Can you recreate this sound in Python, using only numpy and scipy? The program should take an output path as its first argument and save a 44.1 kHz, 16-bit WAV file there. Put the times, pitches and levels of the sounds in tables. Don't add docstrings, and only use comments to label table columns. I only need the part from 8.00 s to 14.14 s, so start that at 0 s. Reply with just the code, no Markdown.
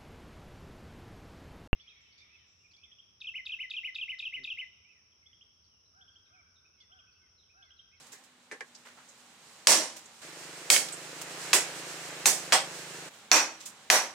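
import sys
import numpy as np
from scipy import signal
from scipy.fft import rfft, irfft, next_fast_len
from scipy.io import wavfile
from scipy.ndimage import uniform_filter1d, map_coordinates

SR = 44100
rng = np.random.default_rng(int(sys.argv[2]) if len(sys.argv) > 2 else 0)


def transcribe(u):
    v = np.clip(np.atleast_2d(u).T, -1, 1)
    q = np.round(v * 32767).astype(np.int16)
    wavfile.write(sys.argv[1], SR, q)


N = 270774
TIME = np.arange(N) / SR
ENGINE_ON_S, ENGINE_OFF_S = 2.213, 5.10

# (time [s], level [dB])
FIRST_SCENE_LEVEL = [(0.0, -57.5), (0.266, -62.5), (0.35, -64), (1.62, -58)]
MIDDLE_SCENE_LEVEL = [(2.36, -52), (2.44, -51), (3.25, -48.5), (3.48, -45), (4.6, -47.5), (4.98, -48.5)]
LAST_SCENE_DB = -56.5


def amp(db):
    return 10 ** (np.asarray(db) / 20)


def unit(x):
    return x / np.sqrt(np.mean(np.abs(x) ** 2) + 1e-20)


def along(points, hz):
    f, values = np.transpose(points)
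    return np.interp(np.log(hz + 1), np.log(f + 1), values)


def curve(points):
    return np.interp(TIME, *np.transpose(points))


def wobble(rate, size=N):
    knots = rng.standard_normal(int(size * rate / SR) + 4)
    return map_coordinates(knots, [TIME[:size] * rate])


def filtered(x, response):
    n = x.shape[-1]
    padded = 2 * next_fast_len(n // 2 + SR // 8)
    return irfft(rfft(x, padded) * response(np.fft.rfftfreq(padded, 1 / SR)), padded)[..., :n]


def causal(gain):
    cepstrum = irfft(np.log(np.maximum(gain, 1e-6)))
    half = len(cepstrum) // 2
    return np.exp(rfft(np.r_[cepstrum[0], 2 * cepstrum[1:half], np.zeros(half)]))


def resonance(modes, f):
    return sum(amp(peak_db) / (1 + 2j * (f - hz) / width) for hz, width, peak_db in modes)


def add(track, start_s, sound):
    part = track[:, round(start_s * SR):][:, :sound.shape[1]]
    part += sound[:, :part.shape[1]]


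def diffuse(size):
    # (frequency [Hz], coherence [ratio])
    coherence = [(150, .998), (500, 0.94), (1000, 0.7), (2000, 0.26), (4000, 0.048), (10000, 0.23)]
    # (frequency [Hz], level difference [dB])
    balance = [(60, -2), (130, -0.5), (290, -1), (640, 0), (1410, -2), (3100, 1), (6820, -7), (15000, -6.5)]

    def mid_side_gains(hz):
        angle = np.arccos(np.clip(along(coherence, hz), -1, 1)) / 2
        return np.array([np.cos(angle), np.sin(angle)])

    mid, side = filtered(rng.standard_normal((2, size)), mid_side_gains)
    stereo = np.array([mid + side, mid - side])
    return unit(filtered(stereo, lambda hz: amp(np.outer([.5, -.5], along(balance, hz)))))


def running():
    return np.clip(np.minimum((TIME - ENGINE_ON_S) / 0.0067, (ENGINE_OFF_S - TIME) / 0.018), 0, 1)


def din(level_db, roar_spectrum, roar_db, hiss_db, hiss_swing):
    # (frequency [Hz], spectral density [dB])
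    hiss_spectrum = [(1760, -12), (3000, -6), (3730, -12), (4000, 0), (6260, 0), (7940, 0), (12300, -16),
                     (15100, -16), (16000, -32)]
    band = lambda spectrum: unit(filtered(diffuse(N), lambda f: amp(along(spectrum, f))))
    roar = amp(level_db + roar_db + 0.3 * wobble(7.1)) * band(roar_spectrum)
    mean_db = np.mean(level_db)
    swung_db = mean_db + hiss_swing * (level_db - mean_db)
    hiss = amp(swung_db + hiss_db + 1.2 * wobble(19)) * band(hiss_spectrum)
    return roar + hiss


def motor_hum(start_hz=254, sag_hz_per_s=12, level_db=-71):
    hz = start_hz - sag_hz_per_s * TIME + 3 * wobble(9)
    return amp(level_db + 1.6 * wobble(3.8)) * np.sin(2 * np.pi * np.cumsum(hz) / SR)


def workshop():
    # (frequency [Hz], spectral density [dB])
    calm_roar = [(15, -79), (25, -49), (54, -15), (180, -6.5), (243, -7), (300, -10), (395, -10.5),
                 (543, -7.5), (579, -7.5), (701, -11), (780, -3.5), (831, -6.5), (4000, -10), (5200, -25),
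                 (8800, -120)]
    busy_roar = [(100, -17), (220, -11.5), (400, -2.5), (650, -2), (1000, -4), (1700, -1.5), (2600, -3.5),
                 (4000, -8), (5500, -25), (9000, -90)]
    first = din(curve(FIRST_SCENE_LEVEL), calm_roar, roar_db=0.5, hiss_db=0.5, hiss_swing=1.96)
    first += motor_hum()
    middle = din(curve(MIDDLE_SCENE_LEVEL), busy_roar, roar_db=2.5, hiss_db=2, hiss_swing=0.79)
    last = din(LAST_SCENE_DB, calm_roar, roar_db=0.5, hiss_db=-3.5, hiss_swing=1)
    calm = np.where(TIME < ENGINE_OFF_S, first, last)
    return running() * middle + (1 - running()) * calm


def engine(level_db=-56.5, swell_depth_db=7.5, swell_s=0.88, bark_db=2, puff_db=-13, echo_t60=0.045):
    # (frequency [Hz], gain [dB])
    silencer = [(25, -42), (75, -21), (105, -16), (127, -4.5), (150, 2.5), (177, 4), (200, -17), (400, -39)]
    pipe_mouth = [(150, -39), (250, -9.5), (310, 3.5), (360, 1.5), (420, -4.5), (505, -0.5), (560, -5),
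                  (620, -9), (1000, -16.5), (3000, -47)]
    # (time [s], firing rate [Hz])
    speed = [(2.25, 24.5), (2.75, 24.3), (3.42, 29.4), (4.46, 25.1), (5.08, 26.2)]
    through = lambda x, duct: unit(filtered(x, lambda f: causal(amp(along(duct, f)))))
    swell_db = -swell_depth_db * np.exp(-np.maximum(TIME - ENGINE_ON_S, 0) / swell_s)
    cycles = np.cumsum(curve(speed)) / SR
    firings = np.diff(np.floor(cycles), prepend=0) * amp(0.5 * wobble(25.3))
    boom = amp(swell_db) * through(firings, silencer)
    t = np.arange(SR // 10) / SR
    walls = rng.standard_normal(len(t)) * amp(-60 * t / echo_t60)
    echoed = filtered(firings, lambda f: np.exp(1j * np.angle(rfft(walls, 2 * (len(f) - 1)))))
    puff = through(diffuse(N) * np.exp(-2.3 * (cycles % 1)), pipe_mouth)
    bark = amp(bark_db + 0.36 * swell_db) * (through(echoed, pipe_mouth) + amp(puff_db) * puff)
    return running() * amp(level_db) * (boom + bark)


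def grit_burst(t60, centre_hz, fall_db_per_octave, grain_db=2.0):
    # (frequency [Hz], spectral density [dB])
    spectrum = [(150, -21), (500, 1.5), (2000, -0.5), (4500, -6), (7500, -3), (10000, -12), (16000, -16)]
    t = np.arange(SR // 3) / SR
    grains = diffuse(len(t)) * amp(grain_db * wobble(593, size=len(t)))
    fall_db = lambda f: fall_db_per_octave * abs(np.log2((f + 1) / centre_hz))
    grit = unit(filtered(grains, lambda f: amp(along(spectrum, f) - fall_db(f))))
    return grit * (1 - np.exp(-t / (0.02 * t60))) * amp(-60 * t / t60)


def crumbs(per_s=5, relative_db=-3, scatter_db=0.5):
    calm_db = np.where(TIME < ENGINE_OFF_S, curve(FIRST_SCENE_LEVEL), LAST_SCENE_DB)
    din_db = calm_db + running() * (curve(MIDDLE_SCENE_LEVEL) - calm_db)
    out = np.zeros((2, N))
    for slot_s in np.arange(0, N / SR - 1 / per_s, 1 / per_s):
        start_s = slot_s + rng.random() / per_s
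        db = din_db[int(start_s * SR)] + rng.normal(relative_db, scatter_db)
        add(out, start_s, amp(db) * grit_burst(t60=0.3, centre_hz=7200, fall_db_per_octave=9))
    return out


def scrapes():
    # (time [s], level [dB], t60 [s],
    # centre [Hz], fall-off [dB/octave])
    shifts = [(.066, -52, 0.13, 8000, 5), (.118, -43, 0.2, 7050, 5.5), (.237, -52, 0.09, 8000, 5),
              (.748, -45, 0.098, 5230, 21), (.850, -48, 0.35, 1930, 4.5), (.971, -50.5, 0.28, 1390, 7),
              (1.083, -50, .17, 6760, 22), (1.963, -39, .13, 7000, 3), (2.056, -45.5, 0.071, 7000, 18),
              (2.884, -33, .06, 4170, 7), (2.922, -33.5, 0.13, 8500, 30), (3.213, -33, .1, 8500, 4),
              (5.10, -52, .7, 5500, 0.5), (5.600, -43.5, .26, 4970, 6), (5.655, -33.5, 0.15, 8000, 7)]
    out = np.zeros((2, N))
    for start_s, db, t60, centre_hz, fall in shifts:
        add(out, start_s, amp(db) * grit_burst(t60, centre_hz, fall))
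    return out


def impact(crack_db, t60_factor, build_s=0.0058):
    # (frequency [Hz], t60 [s])
    room_t60 = [(150, 0.52), (500, 0.46), (1500, 0.44), (5000, 0.4), (9000, 0.35), (15000, 0.28)]
    # (frequency [Hz], gain [dB])
    crack_colour = [(200, -26), (550, -5.5), (1050, 1), (2200, 5), (3500, 3.5), (5000, 1), (9000, -6.5)]
    t = np.arange(SR) / SR
    hz, frame_s, spectra = signal.stft(diffuse(SR), SR, nperseg=256)
    decay = amp(-60 * frame_s / (t60_factor * along(room_t60, hz)[:, None]))
    tail = signal.istft(spectra * decay, SR, nperseg=256)[1][:, :SR]
    contact = (1 - np.exp(-t / .0003)) * amp(-60 * t / .024)
    direct = unit(rng.standard_normal(SR) + diffuse(SR)) * amp(crack_db) * contact
    crack = filtered(direct, lambda f: causal(amp(along(crack_colour, f))))
    return crack + tail * (1 - np.exp(-t / build_s))


def knocks():
    # (time [s], level [dB], crack [dB], room t60 factor [ratio], clink [dB])
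    contacts = [(.124, -52, -10, 0.56, 15), (.5135, -34.5, -0.5, 0.35, 0), (0.6071, -34.5, 7, 0.22, 5.5)]
    # (frequency [Hz], spectral density [dB])
    clack = [(100, -31), (250, -15), (420, -5.5), (700, -13), (1200, -12), (2000, -8.5), (3500, -20.5),
             (6000, -16.5), (9000, -21), (15000, -46)]
    # (frequency [Hz], bandwidth [Hz], peak [dB])
    tool_modes = [(480, 70, 1), (795, 25, 8), (1090, 24, 1), (1660, 35, 10.5), (1765, 34, 12),
                  (1900, 40, 9), (2035, 45, 7), (2330, 42, 4)]
    out = np.zeros((2, N))
    for start_s, db, crack_db, t60_factor, clink_db in contacts:
        tool = lambda f: 1 + amp(clink_db) * resonance(tool_modes, f)
        colour = lambda f: unit(causal(amp(along(clack, f))) * tool(f))
        add(out, start_s, amp(db) * filtered(impact(crack_db, t60_factor), colour))
    return out


def hammer(faint_db=-2, faint_width_hz=22, faint_scatter_db=3):
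    # (time [s], level [dB], crack [dB], thud [dB], clank [dB], sizzle [dB],
    # room t60 factor [ratio], anvil [dB], strike place [half wavelengths at 1 kHz], lie [index])
    blows = [(1.6710, -8.5, 9.5, -3, -2.5, -2.5, 1.03, -12, 0.1, 0),
             (2.7014, -10, 9.5, -5, -6, 3, 0.84, -11, 0.11, 1),
             (2.7620, -25.5, 12, -13, 7.5, 6.5, 0.55, -8, 0.21, 0.5),
             (3.5312, -13.5, 6, 0.5, 1, 3, 0.73, -16.5, 0, 2),
             (4.257, -14, 5.5, -1, -3.5, 4.5, 0.87, -9, 1.3, 2),
             (4.5221, -11.5, 0.5, -9.5, 2.5, -1.5, 0.62, 13, 1.03, 1),
             (5.3152, -7.5, 7.5, -2.5, 2, -5, 0.83, 1, 0, 3),
             (5.9010, -8.5, 9, -2, 4, 1, 0.82, 2, 0.915, 3)]
    # (frequency [Hz], spectral density [dB])
    clash = [(30, -20), (100, -35.5), (170, -15.5), (260, -7), (600, -2), (1300, -5), (2000, 0),
             (3500, -2.5), (4800, -0.5), (5300, 1.5), (8000, 1), (10000, -4.5), (12000, -10.5),
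             (16000, -16)]
    # (frequency [Hz], bandwidth [Hz], peak [dB])
    anvil_modes = [(545, 10.6, 8.5), (631, 23, 2.5), (771, 110, 4.5), (923, 24, 4.5), (990, 610, -7.5),
                   (1110, 19, 0), (1160, 31, -4.5)]
    thick_bar = [(325, 11, 10.5), (607, 52, 5), (5440, 120, -3), (5800, 74, 2), (6960, 30, -2),
                 (8570, 34, 5), (8420, 27, 7), (10000, 54, 16.5)]
    laid_flat = [(2200, 80, 9), (2560, 68, -4), (3220, 90, 8.5), (4730, 190, 1.5), (5290, 150, -5.5),
                 (6250, 32, -21), (8280, 40, 6)]
    on_edge = [(374, 77.4, -1.5), (805, 27, 0), (1900, 220, -6), (2260, 40, -3), (2650, 62, 0),
               (4140, 31, -12), (5160, 82, -17), (6500, 52, 3), (7040, 46, 4), (7660, 32, 8)]
    blade = [(172, 40, 2), (327, 11, 12.5), (1040, 250, 2), (1520, 340, -0.5), (1980, 96, -7),
             (2424, 45, 5), (2520, 74, 4), (4480, 74, 3.5), (5780, 66, 15), (6500, 250, 3.5),
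             (10500, 38, 5), (11440, 74, 6), (13160, 100, 14)]
    out = np.zeros((2, N))
    for start_s, db, crack_db, thud_db, clank_db, sizzle_db, t60_factor, anvil_db, place, lie in blows:
        modes = (thick_bar, laid_flat, on_edge, blade)[round(lie)]
        shape_db = lambda hz: 20 * np.log10(abs(np.cos(np.pi * place * np.sqrt(hz / 1000))) + .05)
        work = [(hz, width, peak_db + shape_db(hz)) for hz, width, peak_db in modes]
        faint_hz = rng.uniform(np.sqrt(900), np.sqrt(14000), size=36) ** 2
        faint = [(hz, faint_width_hz, rng.normal(faint_db, faint_scatter_db)) for hz in faint_hz]
        steel = lambda f: 1 + resonance(work + faint, f) + amp(anvil_db) * resonance(anvil_modes, f)
        # (frequency [Hz], gain [dB])
        landing = [(500, thud_db), (2200, clank_db), (5500, 0), (10000, sizzle_db)]
        colour = lambda f: unit(causal(amp(along(clash, f) + along(landing, f))) * steel(f))
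        add(out, start_s, amp(db) * filtered(impact(crack_db, t60_factor), colour))
    return out


def scene():
    return hammer() + knocks() + scrapes() + crumbs() + engine() + workshop()


def limiter(x, threshold_db=-13, release_db_per_s=170, attack_s=0.0011):
    pole = np.exp(-1 / (attack_s * SR))
    power = signal.lfilter([1 - pole], [1, -pole], np.mean(x ** 2, axis=0))
    excess_db = np.maximum(10 * np.log10(power + 1e-12) - threshold_db, 0)
    recovery_db = release_db_per_s * TIME
    gain_db = recovery_db - np.maximum.accumulate(excess_db + recovery_db)
    return x * amp(uniform_filter1d(gain_db, size=SR // 600))


def record(dry, ceiling=0.9, low_cut_hz=85, top_hz=16050):
    x = limiter(dry)
    x = x / (1 + (x / ceiling) ** 6) ** (1 / 6)
    x = signal.sosfilt(signal.butter(2, low_cut_hz, "high", fs=SR, output="sos"), x)
    return filtered(x, lambda hz: hz < top_hz)


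dry = scene()
out = record(dry)
transcribe(out)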